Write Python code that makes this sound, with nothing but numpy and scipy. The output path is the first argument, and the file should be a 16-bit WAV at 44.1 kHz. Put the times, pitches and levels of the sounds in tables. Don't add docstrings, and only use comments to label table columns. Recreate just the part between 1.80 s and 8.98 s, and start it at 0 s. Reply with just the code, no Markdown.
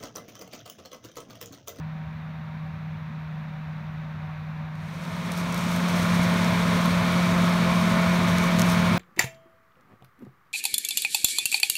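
import sys
import numpy as np
from scipy import signal
from scipy.fft import rfft, irfft
from scipy.io import wavfile

SR = 44100
rng = np.random.default_rng(int(sys.argv[2]) if len(sys.argv) > 2 else 0)


def ratio(d):
    e = np.asarray(d, float) / 20
    return 10 ** e


def transcribe(u):
    v = np.clip(np.atleast_2d(u).T, -1, 1)
    q = np.round(v * 32767).astype(np.int16)
    wavfile.write(sys.argv[1], SR, q)


N = 316638
TIME_S = np.arange(N) / SR

# (start [s], end [s])
DISSOLVE = (2.887, 4.33)
# (frequency [Hz], spectrum level [dB])
HISS_SPECTRUM = [(2710, -4), (4600, -1.5), (4920, -10.5), (5320, -0.5), (6180, -1.5), (7640, -8),
                 (9060, -6), (10400, -13), (12500, -10.5), (15100, -17.5), (15800, -15)]


def in_time(rows):
    s, *columns = np.transpose(rows)
    return [np.interp(TIME_S, s, c) for c in columns]


def rms_one(x):
    return x / np.sqrt(np.mean(x ** 2) + 1e-20)


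def drift(rate_hz):
    pole = np.exp(-80 * np.pi * rate_hz / SR)
    noise = rng.standard_normal(N // 40 + 2002)
    slow = signal.lfilter([1], [1, -2 * pole, pole * pole], noise)[2000:]
    return np.interp(np.arange(N) / 40, np.arange(len(slow)), rms_one(slow))


def colour(x, points, lo_hz, hi_hz):
    hz = np.maximum(np.arange(N // 2 + 1) * SR / N, 1)
    point_hz, point_db = np.transpose(points)
    octaves_below = np.maximum(np.log2(point_hz[0] / hz), 0)
    octaves_above = np.maximum(np.log2(hz / point_hz[-1]), 0)
    curve_db = np.interp(np.log(hz), np.log(point_hz), point_db)
    shaped = rfft(x) * ratio(curve_db - 60 * (octaves_below + octaves_above))
    inside = irfft(shaped * (hz > lo_hz) * (hz < hi_hz), N)
    return irfft(shaped, N) / np.std(inside)


def swell(end_db, db_per_s):
    return ratio(end_db + db_per_s * (TIME_S - DISSOLVE[1]))


def turns(hz):
    return 2 * np.pi * np.cumsum(hz) / SR


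def tone(phase, wobble_db, jitter):
    level = np.sqrt(2) * ratio(wobble_db * drift(6.1))
    return level * np.sin(phase + jitter * drift(5.4) + rng.uniform(0, 7.62))


def fan(blade_hz, fan_db, overtones):
    phase = turns(blade_hz)
    hum = tone(phase, wobble_db=0.6, jitter=0.08)
    for multiple, db in overtones:
        hum = hum + ratio(db) * tone(multiple * phase, wobble_db=4, jitter=0.34)
    return ratio(fan_db) * hum


def orders(firing, multiples, levels_db):
    return sum(ratio(db) * tone(multiple / 6 * firing, wobble_db=3, jitter=0.25)
               for multiple, db in zip(multiples, levels_db))


def knocking(firing, depth):
    pulse = np.cos(firing) + 0.46 * np.cos(firing / 3) + 0.41 * np.cos(2 * firing / 3)
    return rng.standard_normal(N) * (1 + depth * pulse)


def far_air(fade):
    # (frequency [Hz], spectrum level [dB])
    hush_spectrum = [(4300, -4), (4900, -3), (5800, -1), (7000, -9), (7700, -14.5), (9400, -12),
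                     (10500, -17.5), (11300, -13.5), (13000, -11.5), (15900, -14)]
    # (middle [s], half length [s], level [dB])
    gust_events = [
        (0.9, 0.6, -69),
        (2.0, 0.4, -58),
        (3.3, 0.4, -63),
    ]
    hush = ratio(-72.5 + 1.1 * TIME_S) * colour(rng.standard_normal(N), hush_spectrum, 3900, 16600)
    buffeting = colour(rng.standard_normal(N), [(15, -13), (35, 4), (52, 5), (60, -12)], 20, 55)
    strength = sum(ratio(db) * np.exp(-((TIME_S - s) / half) ** 2) for s, half, db in gust_events)
    return fade * (hush + buffeting * strength)


def far_tractor(fade):
    # (time [s], fan blade rate [Hz], fan level [dB])
    far_speed = [(0.0, 157.2, -34.2), (0.55, 157.7, -36.6), (1.2, 157.2, -34.8), (1.65, 155.4, -35.0),
                 (2.1, 156.1, -34.9), (2.5, 154.7, -35.1), (3.0, 156.3, -34.6), (3.8, 159.4, -34.6)]
    # (frequency [Hz], spectrum level [dB])
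    far_rumble = [(25, -31), (45, -21), (65, -3.5), (97, -0.5), (125, -2.5), (190, -1), (230, -4),
                  (280, -22.5), (360, -26), (540, -33)]
    # (frequency [Hz], spectrum level [dB])
    far_clatter = [(260, -22), (450, -13), (537, -12), (564, -6.5), (714, -4.5), (780, -2.5), (811, -8.5),
                   (940, -2.5), (1630, -5.5), (2410, -9), (3110, -19.5), (3750, -16.5), (4700, -28),
                   (6110, -56), (10300, -120)]
    far_multiples = [3, 5, 6, 12, 24, 32, 35.7, 39, 47.75, 57.6, 64, 71, 96]
    far_order_db = [-66, -58, -53, -58, -77, -75, -64, -67, -61.5, -62.5, -72, -66.5, -70]
    # (frequency [Hz], width [Hz], level [dB])
    turbo_whistle = (14130, 240, -82)

    blade_hz, fan_db = in_time(far_speed)
    firing = turns(blade_hz / 1.622)
    hum = fan(blade_hz, fan_db, [(2, -40), (3, -40)])
    rumble = swell(-47, 0.01) * colour(knocking(firing, depth=0.087), far_rumble, 60, 136)
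    clatter = swell(-45, 0.87) * colour(knocking(firing, depth=0.045), far_clatter, 500, 2600)

    whistle_hz, width_hz, whistle_db = turbo_whistle
    sweep = turns(whistle_hz * (1 + 0.005 * drift(2.5)))
    lowpass = signal.butter(2, width_hz / 2, fs=SR, output="sos")
    smear = signal.sosfilt(lowpass, rng.standard_normal(N))
    whistle = ratio(whistle_db) * rms_one(smear) * np.sin(sweep)
    return fade * (hum + rumble + clatter + whistle + orders(firing, far_multiples, far_order_db))


def stubble(fade):
    rustle = rng.standard_normal(N) * ratio(0.7 * drift(25))
    return fade * swell(-42.5, 0.034) * colour(rustle, HISS_SPECTRUM, 4100, 17000)


def crackle(per_s, lift_db):
    sizes = ratio(3 * np.minimum(rng.exponential(1, N), 3)) * rng.choice([-1, 1], N)
    breaks = (rng.random(N) < per_s / SR) * sizes
    brighter = [(hz, db + lift_db * np.log2(hz / 5000)) for hz, db in HISS_SPECTRUM]
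    return colour(breaks, brighter, 5000, 12000)


def stalks():
    # (start [s], length [s], crackle level [dB])
    crunch_events = [(3.122, 0.052, -61), (3.243, 0.12, -64), (3.433, .07, -56), (3.513, 0.031, -48.5),
                     (3.562, 0.058, -45.5), (3.733, 0.14, -49.5), (3.89, 0.087, -46.5),
                     (4.08, 0.027, -45.5), (4.133, 0.14, -45), (4.33, .04, -45.5), (4.427, 0.025, -43),
                     (6.467, 0.046, -47), (6.595, 0.099, -48.5), (6.785, 0.03, -40), (6.847, 0.12, -41)]
    # (time [s], peak level [dB], length [ms])
    snap_events = [(2.954, -49, 1.3), (3.2371, -43, 1.3), (3.2515, -37.5, 1.3), (3.518, -28, 1.7),
                   (3.575, -28, 1), (3.7252, -28.5, 1.3), (3.744, -26.5, 1.4), (3.7768, -30, 1.8),
                   (3.9613, -29, 2.5), (4.088, -30, 1), (3.9175, -31, 1.2), (4.3431, -31, 1.3),
                   (4.54, -27, 1.2), (4.645, -28, 1.4), (5.058, -25.5, 0.86), (5.322, -30, 2),
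                   (5.6194, -32, 1.5), (6.121, -33, 1.3), (6.2163, -31, 1.3), (6.484, -29, 2.2),
                   (6.5836, -25, 1.6), (6.6397, -25, 1.5), (6.7865, -28, 2.2), (6.794, -23, 2.3),
                   (6.8148, -26, 1.0), (6.8178, -16, 1.8), (6.8694, -41, 1.5), (6.8994, -27, 1.5),
                   (6.9144, -32, 1.5)]
    spells = 0
    for start, length, db in crunch_events:
        progress = np.clip((TIME_S - start) / length, 0, 1)
        spells = spells + ratio(db) * np.sin(np.pi * progress) ** 0.49

    snaps = np.zeros(N + 400)
    since_ms = np.arange(400) / SR * 1000
    for s, db, ms in snap_events:
        i = round(s * SR)
        snaps[i:i + 400] += ratio(db - 8.0) * since_ms / ms * np.exp(1 - (since_ms / ms) ** 2)
    return spells * crackle(1800, lift_db=2.0) + snaps[:N] * crackle(8000, lift_db=2.5)


def near_tractor(fade):
    # (time [s], firing rate [Hz])
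    near_speed = [(3.1, 107.0), (3.38, 108.1), (3.7, 106.3), (4.02, 108.8), (4.3, 107.4), (4.58, 108.5),
                  (4.88, 107.4), (5.46, 108.6), (5.78, 108.4), (6.42, 108.5), (7.18, 107.5)]
    # (frequency [Hz], spectrum level [dB])
    near_rumble = [(25, -40), (45, -13), (62, -13.5), (100, 2.5), (150, -1), (200, 0.5), (250, 1.5),
                   (290, -12.5), (400, -21.5), (480, -13.5)]
    # (frequency [Hz], spectrum level [dB])
    near_clatter = [(250, -29), (420, -9.5), (472, -10), (524, -5.5), (607, -4), (654, -2), (773, -11.5),
                    (859, -4.5), (1060, -1.5), (1350, -5.5), (1930, -9), (2290, -5.5), (2740, -14.5),
                    (3750, -13.5), (5200, -24), (6760, -83), (11400, -120)]
    # (multiple of the blade rate, level under the blade tone [dB])
    near_overtones = [(2, -27), (3, -25), (5, -29)]
    near_multiples = [3, 5, 6, 9, 18, 20, 24, 30, 32, 39, 40, 51, 56, 57.7, 60, 68, 71, 79, 80.8, 99, 102,
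                      113, 123, 125.6, 134, 165, 182, 196, 203, 214.6]
    near_order_db = [-50, -45, -45, -47, -51, -49, -49, -52, -52, -52, -52, -52, -51, -46, -44, -50, -46.5,
                     -50, -49.5, -50, -53, -55, -52, -50, -55, -59, -56, -59, -59, -58]

    firing_hz, = in_time(near_speed)
    firing = turns(firing_hz)
    blade_hz = 175.1 + 1.0 * (firing_hz - 108.0)
    hum = swell(-23.8, 0.46) * fan(blade_hz, 0, near_overtones)
    sixth = swell(-40.5, 1.06) * tone(6 * firing, wobble_db=1.2, jitter=0.08)
    second = swell(-39, 2.4) * tone(2 * firing, wobble_db=3, jitter=0.3)
    rumble = swell(-35.5, 0.38) * colour(knocking(firing, depth=0.61), near_rumble, 40, 134)
    clatter = swell(-30, 0.43) * colour(knocking(firing, depth=0.025), near_clatter, 620, 3500)
    engine_orders = swell(-1.3, 0.97) * orders(firing, near_multiples, near_order_db)
    return fade * (hum + sixth + second + rumble + clatter + engine_orders)


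def scene():
    near = np.interp(TIME_S, DISSOLVE, [0, 1])
    far = 1 - near
    mix = far_air(far) + far_tractor(far) + stubble(near) + stalks() + near_tractor(near)
    return mix[None]


def low_pass(x):
    return signal.sosfilt(signal.butter(12, 15980, fs=SR, output="sos"), x)


def record(dry):
    hz = np.arange(N // 2 + 1) * SR / N
    mix = irfft(rfft(dry) * (hz < 15730), N)
    return low_pass(mix)


dry = scene()
out = record(dry)
transcribe(out)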